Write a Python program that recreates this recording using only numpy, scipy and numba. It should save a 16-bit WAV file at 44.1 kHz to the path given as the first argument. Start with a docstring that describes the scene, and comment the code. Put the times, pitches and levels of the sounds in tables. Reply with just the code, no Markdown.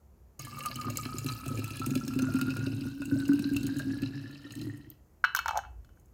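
"""Behind everything lie a quiet, steady kitchen noise and a slowly changing rumble. Soon hot tea is poured into a glass
bottle on a table: splashes, bubbles and plunging air pockets ring the shrinking air space, whose notes mostly rise.
Then a metal cap clatters onto the rim, with a few faint touches at the end. Random drops and timed hits
set off ringing notes and noise bursts; short echoes stand for the kitchen's walls."""
import sys
import numpy as np
from scipy import signal
from scipy.fft import rfft, irfft, next_fast_len
from scipy.io import wavfile
from numba import njit

SR = 44100
rng = np.random.default_rng(int(sys.argv[2]) if len(sys.argv) > 2 else 0)


def generate_wav(signal):
    """Clip the signal to [-1, 1] and save it as 16-bit WAV at the path in sys.argv[1]."""
    frames = np.transpose(np.atleast_2d(signal))
    scaled = np.clip(frames, -1, 1) * 32767
    pcm = np.round(scaled).astype(np.int16)
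    wavfile.write(sys.argv[1], SR, pcm)


N = 270465   # length in samples

# Sharp splashes. Each row: start in seconds, then relative levels and a pitch: bright part in dB,
# part inside the bottle in dB, droplet pitch in Hz, droplet level in dB.
SPLASHES = [(0.3938, -28, -51, 6500, -34.5), (0.4493, -31, -53, 3080, -50), (0.5907, -29, -50, 6300, -51),
            (0.635, -33, -54, 2790, -41), (0.6585, -19, -40.5, 10360, -32),
            (0.757, -24.5, -51, 2960, -37.5), (0.8122, -32, -43, 6840, -38),
            (0.9004, -28, -44, 6640, -35.5), (0.955, -39, -48, 2660, -53), (0.971, -15, -40.5, 7250, -26.5),
            (1.0524, -37, -37.5, 2610, -50), (1.17, -46, -57, 5100, -40), (1.1835, -23, -42.5, 6940, -29),
            (1.2629, -24, -42, 6700, -42), (1.2873, -33, -39.5, 4060, -34), (1.3194, -31, -49, 4580, -38),
            (1.4606, -31, -48, 2540, -44), (1.4798, -26.5, -53, 2570, -43), (1.5742, -33, -50, 2400, -43),
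            (1.593, -32, -52, 2720, -54), (1.642, -24.5, -47.5, 2540, -40), (1.6776, -31, -53, 2560, -55),
            (1.705, -31, -48, 2610, -40), (1.7687, -33, -60, 9500, -37), (1.7954, -28.5, -49, 2500, -42),
            (1.8619, -19.5, -44, 9200, -33), (1.9065, -32, -44.5, 6700, -39),
            (1.9537, -25.5, -38, 2780, -49), (1.9738, -34, -46, 2590, -50), (2.079, -26, -44.5, 5270, -36),
            (2.1367, -34.5, -52, 2600, -42), (2.189, -26.5, -40, 2600, -43),
            (2.2208, -28, -47.5, 6080, -34.5), (2.338, -31, -49, 2630, -53), (2.3558, -32, -47, 2630, -45),
            (2.3872, -29.5, -56, 2480, -49), (2.4127, -22, -38, 2650, -42), (2.5039, -34, -42, 2540, -38),
            (2.5674, -30, -45.5, 2500, -48), (2.6637, -35.5, -41, 4520, -42), (2.809, -40, -52, 2590, -53),
            (3.0177, -37, -47, 2580, -45), (3.054, -33.5, -56, 2675, -43), (3.188, -46, -54, 8000, -39),
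            (3.1996, -40, -45, 3800, -44), (3.2532, -43, -45.5, 2740, -42), (3.2803, -30.5, -54, 4940, -47),
            (3.3326, -32, -52, 2720, -48), (3.392, -30, -42, 4250, -54), (3.4223, -35, -56, 5500, -44),
            (3.5641, -21.5, -35.5, 2644, -34), (3.631, -30.5, -47, 4400, -46),
            (3.6664, -25, -41, 4240, -53), (3.767, -35, -52, 4000, -45.5), (3.7929, -30, -44, 2830, -48),
            (4.0191, -33, -45.5, 4100, -54), (4.506, -45, -49, 2850, -52), (4.522, -36, -56, 6480, -43),
            (4.5526, -34.5, -49.5, 8030, -47), (4.6138, -32.5, -47, 4050, -42),
            (4.7744, -44, -70, 8380, -56), (4.9017, -41, -66, 13600, -34)]


def amp(db):
    """Decibels to gain."""
    return 10 ** (np.asarray(db) / 20)


def rms_one(x):
    """Scale a sound to an average (rms) strength of 1."""
    return x / np.sqrt(np.mean(x ** 2) + 1e-20)


def in_time(rows):
    """Turn table columns into smooth curves, one value a sample; the first column is time in seconds."""
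    s, *columns = np.transpose(rows)
    return [np.interp(np.arange(N) / SR, s, c) for c in columns]


def clicks(times, levels_db):
    """One impulse for each event."""
    out = np.full(N, 1e-18)   # a tiny floor instead of exact zeros
    np.add.at(out, np.round(np.asarray(times) * SR).astype(int), amp(levels_db))
    return out


def grains(per_s, spread_db):
    """Random impulses of very uneven size and either sign; rms 1."""
    excess_db = spread_db * np.minimum(rng.exponential(1, N), 5)
    sizes = amp(excess_db) * rng.choice([-1, 1], N)
    happens = rng.random(N) < per_s / SR
    return rms_one(sizes * happens) + 1e-18


def soft(x, hz):
    """A yielding contact: a second-order low-pass smears the impulses."""
    return signal.sosfilt(signal.butter(2, hz, fs=SR, output="sos"), x)


def band(x, low_hz, high_hz):
    """Keep only the sound between two pitches."""
    return signal.sosfilt(signal.butter(2, [low_hz, high_hz], "band", fs=SR, output="sos"), x)


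def dying_noise(times, levels_db, t60):
    """Bursts of noise that fade by 60 dB in t60 seconds."""
    fade = signal.lfilter([1], [1, -amp(-60 / (t60 * SR))], clicks(times, levels_db))
    return fade * rng.standard_normal(N)


@njit
def glide(x, w, r):
    """A unit click sets a sine of height 1 ringing at the moving pitch w; r is the share kept each sample."""
    out, state = np.zeros(len(x)), 0j
    for i in range(len(x)):
        state = state * r[i] * np.exp(1j * w[i]) + x[i]
        out[i] = state.imag
    return out


def ring(x, hz, t60):
    """A note of fixed or moving pitch, set ringing by x."""
    step = 2 * np.pi * hz / SR * np.ones(N)
    kept = amp(-60 / (t60 * SR)) * np.ones(N)
    return glide(x, step, kept)


def resonances(x, table):
    """Side-by-side resonances of (Hz, width in Hz, dB); x is one drive for all or one for each."""
    out = 0
    drives = np.broadcast_to(x, (len(table), N))
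    for k, ((hz, width_hz, db), drive) in enumerate(zip(table, drives)):
        r = np.exp(-np.pi * width_hz / SR)
        poles = [1, -2 * r * np.cos(2 * np.pi * hz / SR), r * r]
        top = signal.lfilter([1, 0, -1], poles, drive) * (1 - r * r) / 2
        out = out + (-1) ** k * amp(db) * top   # alternate signs
    return out


def bursts(times, levels_db, hz, t60, bend):
    """Separate dying notes; over its life each changes pitch by twice bend, as a share of its pitch."""
    out = np.zeros(N + SR)
    for s, db, f, life in np.broadcast(times, levels_db, hz, t60):
        i, t = round(s * SR), np.arange(round(life * SR)) / SR
        swell = np.minimum(t * f / 1.51, 1)   # the swing builds up over about one and a half cycles
        swing = np.sin(2 * np.pi * f * t * (1 + bend * t / life))
        out[i:i + len(t)] += swell * amp(db - 60 * t / life) * swing
    return out[:N]


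def hush():
    """Background: steady noise shaped by a colour curve, and a slowly changing low rumble."""
    # Colour of the steady noise. Each row: pitch in Hz, relative level in dB.
    colour = [(12, -58.5), (20, -29.5), (65, -10.5), (86, -14.5), (244, -20.5), (281, -31), (323, -22.5),
              (1020, -35), (3720, -53.5), (6910, -46), (8410, -53), (14300, -45.5), (16500, -59.5)]
    # Low rumble through the table. Each row: time in seconds, level in dB.
    rumble = [(0.0, -71), (0.05, -59.5), (0.8, -59), (0.99, -50.5), (3.26, -56), (3.46, -68), (3.52, -46),
              (3.89, -56), (4.03, -54), (4.46, -71), (4.63, -58), (5.12, -64), (5.72, -48.5), (6.13, -59.5)]
    hz = np.maximum(np.arange(N // 2 + 1) * SR / N, 1)
    at, db = np.transpose(colour)
    shape = amp(np.interp(np.log(hz), np.log(at), db))
    steady = rms_one(irfft(rfft(rng.standard_normal(N)) * shape, N))
    low = rms_one(band(rng.standard_normal(N), 45, 80))
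    return amp(-63.5) * steady + amp(in_time(rumble)[0]) * low


def drops(count, shared, own, hiss):
    """Drives for several resonances: drops heard in all, drops of its own for each, and hiss."""
    common, private = grains(per_s=140, spread_db=8.0), grains(per_s=110, spread_db=4.5)
    shifts = rng.integers(N, size=count)
    landing = shared * common + own * np.array([np.roll(private, s) for s in shifts])
    # a drop spatters briefly
    smear = rms_one(signal.lfilter([1], [1, -amp(-60 / (0.021 * SR))], np.abs(landing)))
    return (smear + hiss) * rng.standard_normal(N)


def bubbles(count, low_hz, high_hz, cycles):
    """Small bubbles born at random, pitch rising as they near the surface; rms 1."""
    when, size, strength = rng.random((count, 3)).T
    hz = low_hz * (high_hz / low_hz) ** size
    level_db = -5.0 * np.log(strength + 1 / 100)
    return rms_one(bursts(.39 + 4.6 * when, level_db, hz, cycles / hz, bend=0.326))


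def inside_bottle(slosh_db, wall_hz, overtones_hz, heave):
    """Sloshing tea excites fixed resonances, the glass wall and the air's overtones; small bubbles fizz."""
    # Steady resonances in the bottle. Each row: pitch in Hz, width in Hz, relative level in dB.
    bottle_modes = [(533, 36, -2), (2697, 140, 5), (3030, 160, -0.5), (4054, 336, 0), (5170, 580, -3.5)]
    # Overtones of the air column. Each row: relative level in dB, ring time (60 dB fade) in seconds.
    overtones = [(-26, 0.018), (-37.5, 0.025), (-35.5, .015)]
    s, _, inside_db, _, _ = np.transpose(SPLASHES)
    slosh = amp(slosh_db) * drops(len(bottle_modes), shared=0.86, own=0.84, hiss=0.54)
    slosh = slosh + dying_noise(s, inside_db + 7.0, t60=0.044)
    out = amp(5.0) * resonances(slosh, bottle_modes)
    out = out + amp(-35.5) * ring(slosh[0], wall_hz, t60=0.059)
    for (db, t60), hz, drive in zip(overtones, overtones_hz, slosh[1:]):
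        out = out + amp(db) * ring(drive, heave * hz, t60)
    return out + amp(slosh_db - 18) * bubbles(count=1200, low_hz=381, high_hz=1690, cycles=38.0)


def spray_at_mouth(spray_db):
    """Spray and sharp splashes are noise coloured by high resonances; tiny bubbles fizz along."""
    # Colour of the spray. Each row: pitch in Hz, width in Hz, relative level in dB.
    mouth = [(6560, 416, -3), (8050, 320, -3), (9210, 730, -6.5), (11500, 1100, -4), (12000, 1300, -4.5),
             (15200, 2300, -10)]
    s, bright_db, _, _, _ = np.transpose(SPLASHES)
    spray = amp(spray_db + 1.5) * drops(len(mouth), shared=0.92, own=0.69, hiss=0.41)
    spray = spray + dying_noise(s, bright_db - 2.5, t60=0.027)
    fizz = amp(spray_db - 3.8) * bubbles(count=2200, low_hz=3760, high_hz=14500, cycles=65.0)
    return amp(3.5) * resonances(spray, mouth) + fizz


def droplets():
    """Each sharp splash adds a short note that rises in pitch; high ones die sooner."""
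    s, _, _, hz, db = np.transpose(SPLASHES)
    return bursts(s, db, hz, 175.0 / hz, bend=0.075)


def gurgles():
    """Large bubbles give low notes that rise as they die."""
    # Each row: start in seconds, level in dB, starting pitch in Hz.
    large_bubbles = [(0.395, -47.5, 622), (0.594, -44, 465), (0.659, -44, 616), (0.7, -42, 603),
                     (0.861, -48, 431), (0.901, -36, 537), (0.972, -42, 474), (1.079, -50, 666),
                     (1.461, -39, 610), (1.504, -39, 490), (1.543, -36.5, 465), (1.583, -36.5, 464),
                     (1.956, -35.5, 530), (2.153, -57, 431), (2.189, -35.5, 470), (2.285, -36, 580),
                     (2.504, -47, 485), (2.563, -39, 470), (2.67, -38.5, 530), (3.015, -43, 547),
                     (3.114, -37, 454), (3.16, -37, 544), (3.276, -43, 483), (3.405, -50, 436),
                     (3.801, -39, 558), (4.018, -54, 434)]
    s, db, hz = np.transpose(large_bubbles)
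    return bursts(s, db, hz, 28 / hz, bend=0.316)


def air_column(hz, level_db):
    """The air above the tea rings under a patter of drops and under single knocks."""
    # Knocks on the air column. Each row: start in seconds, relative level in dB.
    knock_rows = [(0.3951, -45), (0.4704, -38.5), (0.6119, -47), (0.6599, -31), (0.831, -59), (0.8625, -50),
                  (0.9865, -35.5), (1.0578, -36), (1.0866, -43), (1.2983, -34), (1.62, -40), (1.6819, -46),
                  (1.8164, -34), (1.842, -35.5), (1.949, -43.5), (2.0114, -42), (2.0456, -60),
                  (2.1352, -38), (2.1962, -33.5), (2.284, -42), (2.315, -50), (2.3894, -37),
                  (2.4128, -35.5), (2.482, -38.5), (2.5637, -34), (2.9303, -52.5), (3.0204, -35.5),
                  (3.1131, -40), (3.2215, -43), (3.2907, -31.5), (3.3187, -34), (3.3877, -38), (3.491, -40),
                  (3.6912, -35), (3.7982, -33), (3.9335, -42.5), (4.4421, -48), (4.6977, -42.5)]
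    # Foam damps the air more as the bottle fills. Each row: time in seconds, ring time in seconds
    # (60 dB fade, under the patter).
    damping = [(.4, 0.088), (3.0, 0.059), (4.9, 0.034)]
    t60, = in_time(damping)
    patter = grains(per_s=1500, spread_db=6.5)
    # the stream keeps closing and opening the neck, so the note breaks up
    flutter_db = 4 * rms_one(soft(rng.standard_normal(N), hz=6.4))
    steady = amp(level_db + flutter_db - 0.5) * rms_one(ring(patter, hz, t60))
    knocks = soft(clicks(*np.transpose(knock_rows)), hz=2030)
    # each knock brings a short flurry of noise
    flurry = soft(dying_noise(*np.transpose(knock_rows), t60=0.054), hz=2160)
    return steady + ring(knocks + amp(-24.0) * flurry, hz, t60=1.27 * t60)


def neck_and_table(neck_hz, neck_db, table_db):
    """Churning tea and surges ring the neck's low note and the table; air pockets pop."""
    # Surges. 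Each row: start in seconds, then relative levels in dB of neck note, table thump, air pocket.
    plunges = [(0.757, -39.5, -38.5, -65), (0.865, -30, -46, -39), (1.055, -33, -40, -43),
               (1.14, -35.5, -45, -41), (1.254, -29, -35.5, -40.5), (1.46, -40, -37.5, -46),
               (1.506, -29, -48, -43), (1.585, -31, -38, -37.5), (1.798, -30.5, -36, -40),
               (1.91, -23.5, -44, -38), (1.957, -21.5, -38, -35), (2.085, -28, -56, -52),
               (2.157, -24, -38, -35), (2.222, -25.5, -33.5, -36.5), (2.344, -17.5, -59, -58),
               (2.417, -20.5, -56, -41), (2.475, -22.5, -53, -40), (2.583, -32, -31, -39),
               (2.665, -23, -35, -34), (2.727, -28.5, -36, -58), (2.813, -28, -51, -67),
               (2.863, -25.5, -45, -58), (2.999, -30, -45, -54), (3.118, -18, -31.5, -42),
               (3.231, -29.5, -42, -47), (3.292, -12.5, -49.5, -42), (3.335, -20, -35, -52),
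               (3.394, -19.5, -51, -50), (3.432, -31, -57, -50), (3.512, -21, -48, -48),
               (3.552, -32, -32.5, -51), (3.638, -23, -37, -43), (3.7, -27, -56, -51),
               (3.754, -31.5, -47, -59), (3.866, -22, -34, -47), (3.933, -27, -44, -61),
               (4.024, -21.5, -31.5, -50), (4.445, -36.5, -62, -50), (4.614, -27.5, -46, -53),
               (4.688, -32.5, -43, -57)]
    # Each row: time in seconds, ring time (60 dB fade) in seconds of the neck note after a surge.
    neck_damping = [(.4, 0.47), (2.0, 0.23), (3.3, 0.12), (4.9, 0.093)]
    # Table top under the bottle. Each row: pitch in Hz, width in Hz, relative level in dB.
    table_modes = [(106.6, 9.1, 1.5), (137, 9.6, 1), (203, 44, -18), (300.7, 48, -11)]
    when, surge_db, thump_db, pocket_db = np.transpose(plunges)
    churn = grains(per_s=120, spread_db=2.5)
    neck = amp(neck_db + 1.0) * rms_one(ring(soft(churn, hz=350), neck_hz, t60=0.15))
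    neck = neck + ring(soft(clicks(when, surge_db), hz=403), neck_hz, *in_time(neck_damping))
    neck = band(neck, 170, 420)
    # the air pocket itself pops at 350.8 Hz, rising
    gulp = bursts(when, pocket_db + 8.5, 350.8, 0.059, bend=0.18)
    rattle = churn + 0.62 * grains(per_s=200, spread_db=3.5)
    thrum = amp(table_db - 1.0) * rms_one(resonances(rattle, table_modes))
    thumps = amp(56.5) * resonances(soft(clicks(when, thump_db), hz=250), table_modes)
    return neck + gulp + thrum + thumps


def pouring():
    """The stream drives every part of the bottle while its air space shrinks."""
    # Notes of the filling bottle. Each row: time in seconds, then pitches in Hz of the neck, the glass wall,
    # the air column and its three overtones.
    filling = [(.39, 237.2, 1710, 1193, 2200, 3100, 4300), (1.5, 256.2, 1728, 1282, 2415, 3280, 3820),
               (2.5, 261.8, 1630, 1421, 2550, 3700, 4240), (3.3, 282.3, 1540, 1520, 2730, 3720, 5130),
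               (4.0, 273.4, 1416, 1680, 2850, 3790, 4800), (4.95, 306.7, 1355, 1922, 3190, 4000, 4800)]
    # The stream. Each row: time in seconds, then relative levels in dB of table thrum, neck note,
    # air column, slosh inside, spray at the mouth.
    stream = [(0.44, -46.5, -73, -66, -52, -54), (0.59, -48, -54, -50, -53.5, -54),
              (0.82, -47.5, -56, -46, -52.5, -51.5), (0.88, -34, -57, -49, -56.5, -60),
              (0.98, -43.5, -53, -61, -53.5, -49.5), (1.12, -44, -48, -47.5, -56.5, -53),
              (1.34, -38.5, -56, -63.5, -52.5, -48.5), (1.43, -64, -46, -49, -54, -54),
              (1.48, -35.5, -50, -46, -54.5, -51.5), (1.83, -44.5, -60, -57.5, -49, -55.5),
              (1.88, -34.5, -46, -56, -56, -51), (2.04, -39, -35, -56.5, -55.5, -54.5),
              (2.49, -37, -42.5, -48.5, -52, -56.5), (2.88, -40.5, -43, -59, -52.5, -58),
              (2.97, -59, -46.5, -65.5, -58.5, -62.5), (3.12, -42, -35, -53, -59, -56),
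              (3.28, -39, -37.5, -57, -54, -58), (3.61, -43.5, -33.5, -55, -50, -59),
              (3.78, -42.5, -36.5, -55, -51, -57), (4.06, -38, -44.5, -55, -53.5, -65.5),
              (4.39, -54, -56.5, -60, -54.5, -72.5), (4.65, -40.5, -43, -61.5, -57.5, -59.5),
              (4.95, -58, -63, -78, -75, -90), (5.05, -81, -82, -93, -100, -81)]
    neck_hz, wall_hz, column_hz, *overtones_hz = in_time(filling)
    before_db = -120 * (np.arange(N) < .392 * SR)   # the pouring sets in at full flow at 0.392 s
    table_db, neck_db, column_db, slosh_db, spray_db = in_time(stream) + before_db
    # the surface heaves, so the air notes wobble
    heave = 1 + 0.013 * rms_one(soft(rng.standard_normal(N), hz=16.4))
    out = inside_bottle(slosh_db, wall_hz, overtones_hz, heave)
    out = out + spray_at_mouth(spray_db) + droplets() + gurgles()
    out = out + air_column(heave * column_hz, column_db)
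    return out + neck_and_table(neck_hz, neck_db, table_db)


def kitchen(x):
    """Eighteen feedback delays whose echoes grow duller, summed in the frequency domain."""
    size = next_fast_len(N + SR)
    hz = np.arange(size // 2 + 1) * SR / size
    t60 = 0.32 / np.sqrt(1 + (hz / 10300) ** 2)   # seconds; high notes fade sooner
    echoes = 0
    for k, lag in enumerate(np.geomspace(.0071, .047, 18)):   # delay in seconds
        once = amp(-60 * lag / t60) * np.exp(-2j * np.pi * hz * lag)
        echoes = echoes + (-1) ** k * once / (1 - once)
    return irfft(rfft(x, size) * echoes, size)[:N]


def cap():
    """Every touch thuds the held cap, squeezes the air under it, ticks and leaves metal and glass ringing."""
    # Cap on rim. Each row: start in seconds, thud level in dB, thud pitch in Hz, then relative levels in dB
    # of trapped air, tick and ringing.
    clatter = [(5.2405, -9.5, 1480, -63, -46, -32), (5.2419, -20, 1544, -25, -51, -22.5),
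               (5.2474, -10.5, 1510, -45, -38.5, -60), (5.2504, -19, 1590, -47, -61, -48),
               (5.2614, -37.5, 1600, -44.5, -61.5, -51), (5.293, -38, 1340, -54, -72, -54.5),
               (5.3487, -13.5, 1496, -58, -28.5, -31.5), (5.3624, -40, 1230, -49, -29, -50),
               (5.3694, -55, 1190, -20, -36, -23), (5.3896, -17.5, 1410, -31, -34.5, -30),
               (5.4585, -21, 1440, -15.5, -40, -36), (5.4804, -24.5, 1710, -22, -34.5, -33.5),
               (5.4839, -21, 1270, -37, -60, -30.5), (5.4904, -26, 1350, -14.5, -41, -54),
               (5.5084, -23.5, 1250, -16, -43.5, -47), (5.5323, -47, 1310, -21.5, -56, -67),
               (5.5444, -44, 1140, -19, -63, -67), (5.5548, -26, 1114, -15, -55, -66),
               (5.5604, -37, 1140, -12.5, -56, -55), (5.5664, -29.5, 1310, -20.5, -55, -55),
               (5.5734, -33.5, 1130, -9.5, -30.5, -40), (5.5804, -35, 1585, -14.5, -47, -46),
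               (5.5892, -28.5, 1525, -18.5, -59, -71), (5.6366, -39, 1390, -41, -69, -68),
               (5.6494, -40, 1430, -67, -76, -48), (5.8466, -56, 1450, -60, -59.5, -65),
               (5.891, -56, 1460, -68.5, -69, -63.5), (5.9728, -57.5, 1510, -65.5, -79, -70)]
    # The trapped air's note sinks as the cap seats. Each row: time in seconds, pitch in Hz.
    air_pitch = [(5.37, 1050), (5.46, 935), (5.57, 799)]
    # Colour of the tick, metal on glass, and of its highest part. Each row: pitch in Hz, width in Hz,
    # relative level in dB.
    tick_colour = [(3500, 290, -2.5), (4390, 180, -0.5), (5170, 490, 0.5), (6470, 1300, 2),
                   (6840, 460, 4.5), (7900, 560, -14)]
    high_colour = [(10600, 1300, -11.5), (12000, 900, -4.5), (14400, 1500, -4.5)]
    # The highest part is brightest while the cap sits loose. Each row: time in seconds, boost in dB.
    high_boost = [(5.25, 2.5), (5.35, 12), (5.46, 4), (5.57, 2.5)]
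    # Notes of the held cap. Each row: pitch in Hz, relative level in dB, ring time in seconds.
    thud_modes = [(925, -19, 0.034), (1181, -17.5, 0.064), (1383, -9, 0.032), (1530, -21.5, 0.11),
                  (1750, -36.5, 0.12), (2260, -20, 0.048)]
    # Free ringing of cap and glass: a list of pitches in Hz.
    free_hz = [2627, 2853, 2923, 2993, 3090, 3187, 3440, 3655, 3994, 4264, 4310, 5373]
    # One row for each of those pitches: relative level in dB, ring time in seconds.
    free_ringing = [(-4.5, .35), (-9, 0.25), (-4.5, 0.14), (-4.5, 0.35), (-7.5, 0.19), (-3.5, 0.1),
                    (-15, .15), (-6.5, 0.059), (-11, 0.25), (-9, 0.12), (-9.5, 0.14), (-17.5, .2)]
    s, thud_db, thud_hz, air_db, tick_db, ring_db = np.transpose(clatter)
    air_hz = np.interp(s, *np.transpose(air_pitch))
    out = bursts(s, thud_db, thud_hz, 0.023, bend=-0.01)
    out = out + bursts(s, air_db - 4, air_hz, 0.028, bend=-0.032)
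    out = out + resonances(dying_noise(s, tick_db + 11.0, t60=0.016), tick_colour)
    high_db = tick_db + np.interp(s, *np.transpose(high_boost))
    out = out + resonances(dying_noise(s, high_db, t60=0.027), high_colour)
    for modes, db in ((thud_modes, thud_db), (np.c_[free_hz, free_ringing], ring_db - 13.5)):
        for hz, mode_db, t60 in modes:
            uneven_db = 2 * rng.standard_normal(len(s))   # no two touches are alike
            out = out + bursts(s, db + mode_db + uneven_db, hz, t60, bend=0)
    # too small to radiate bass
    return signal.sosfilt(signal.butter(2, 480, "high", fs=SR, output="sos"), out)


def scene():
    """Bottle and cap, their echoes in the kitchen and the background."""
    near = pouring() + cap()
    return (near + amp(-26) * kitchen(near) + hush())[None]


def record(dry):
    """The deepest bass is thinned below 40 Hz, the top is cut from 17 kHz."""
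    thin = signal.sosfilt(signal.butter(2, 40, "high", fs=SR, output="sos"), dry)
    return signal.sosfilt(signal.cheby2(12, 60, 17000, fs=SR, output="sos"), thin)


dry = scene()
out = record(dry)
generate_wav(out)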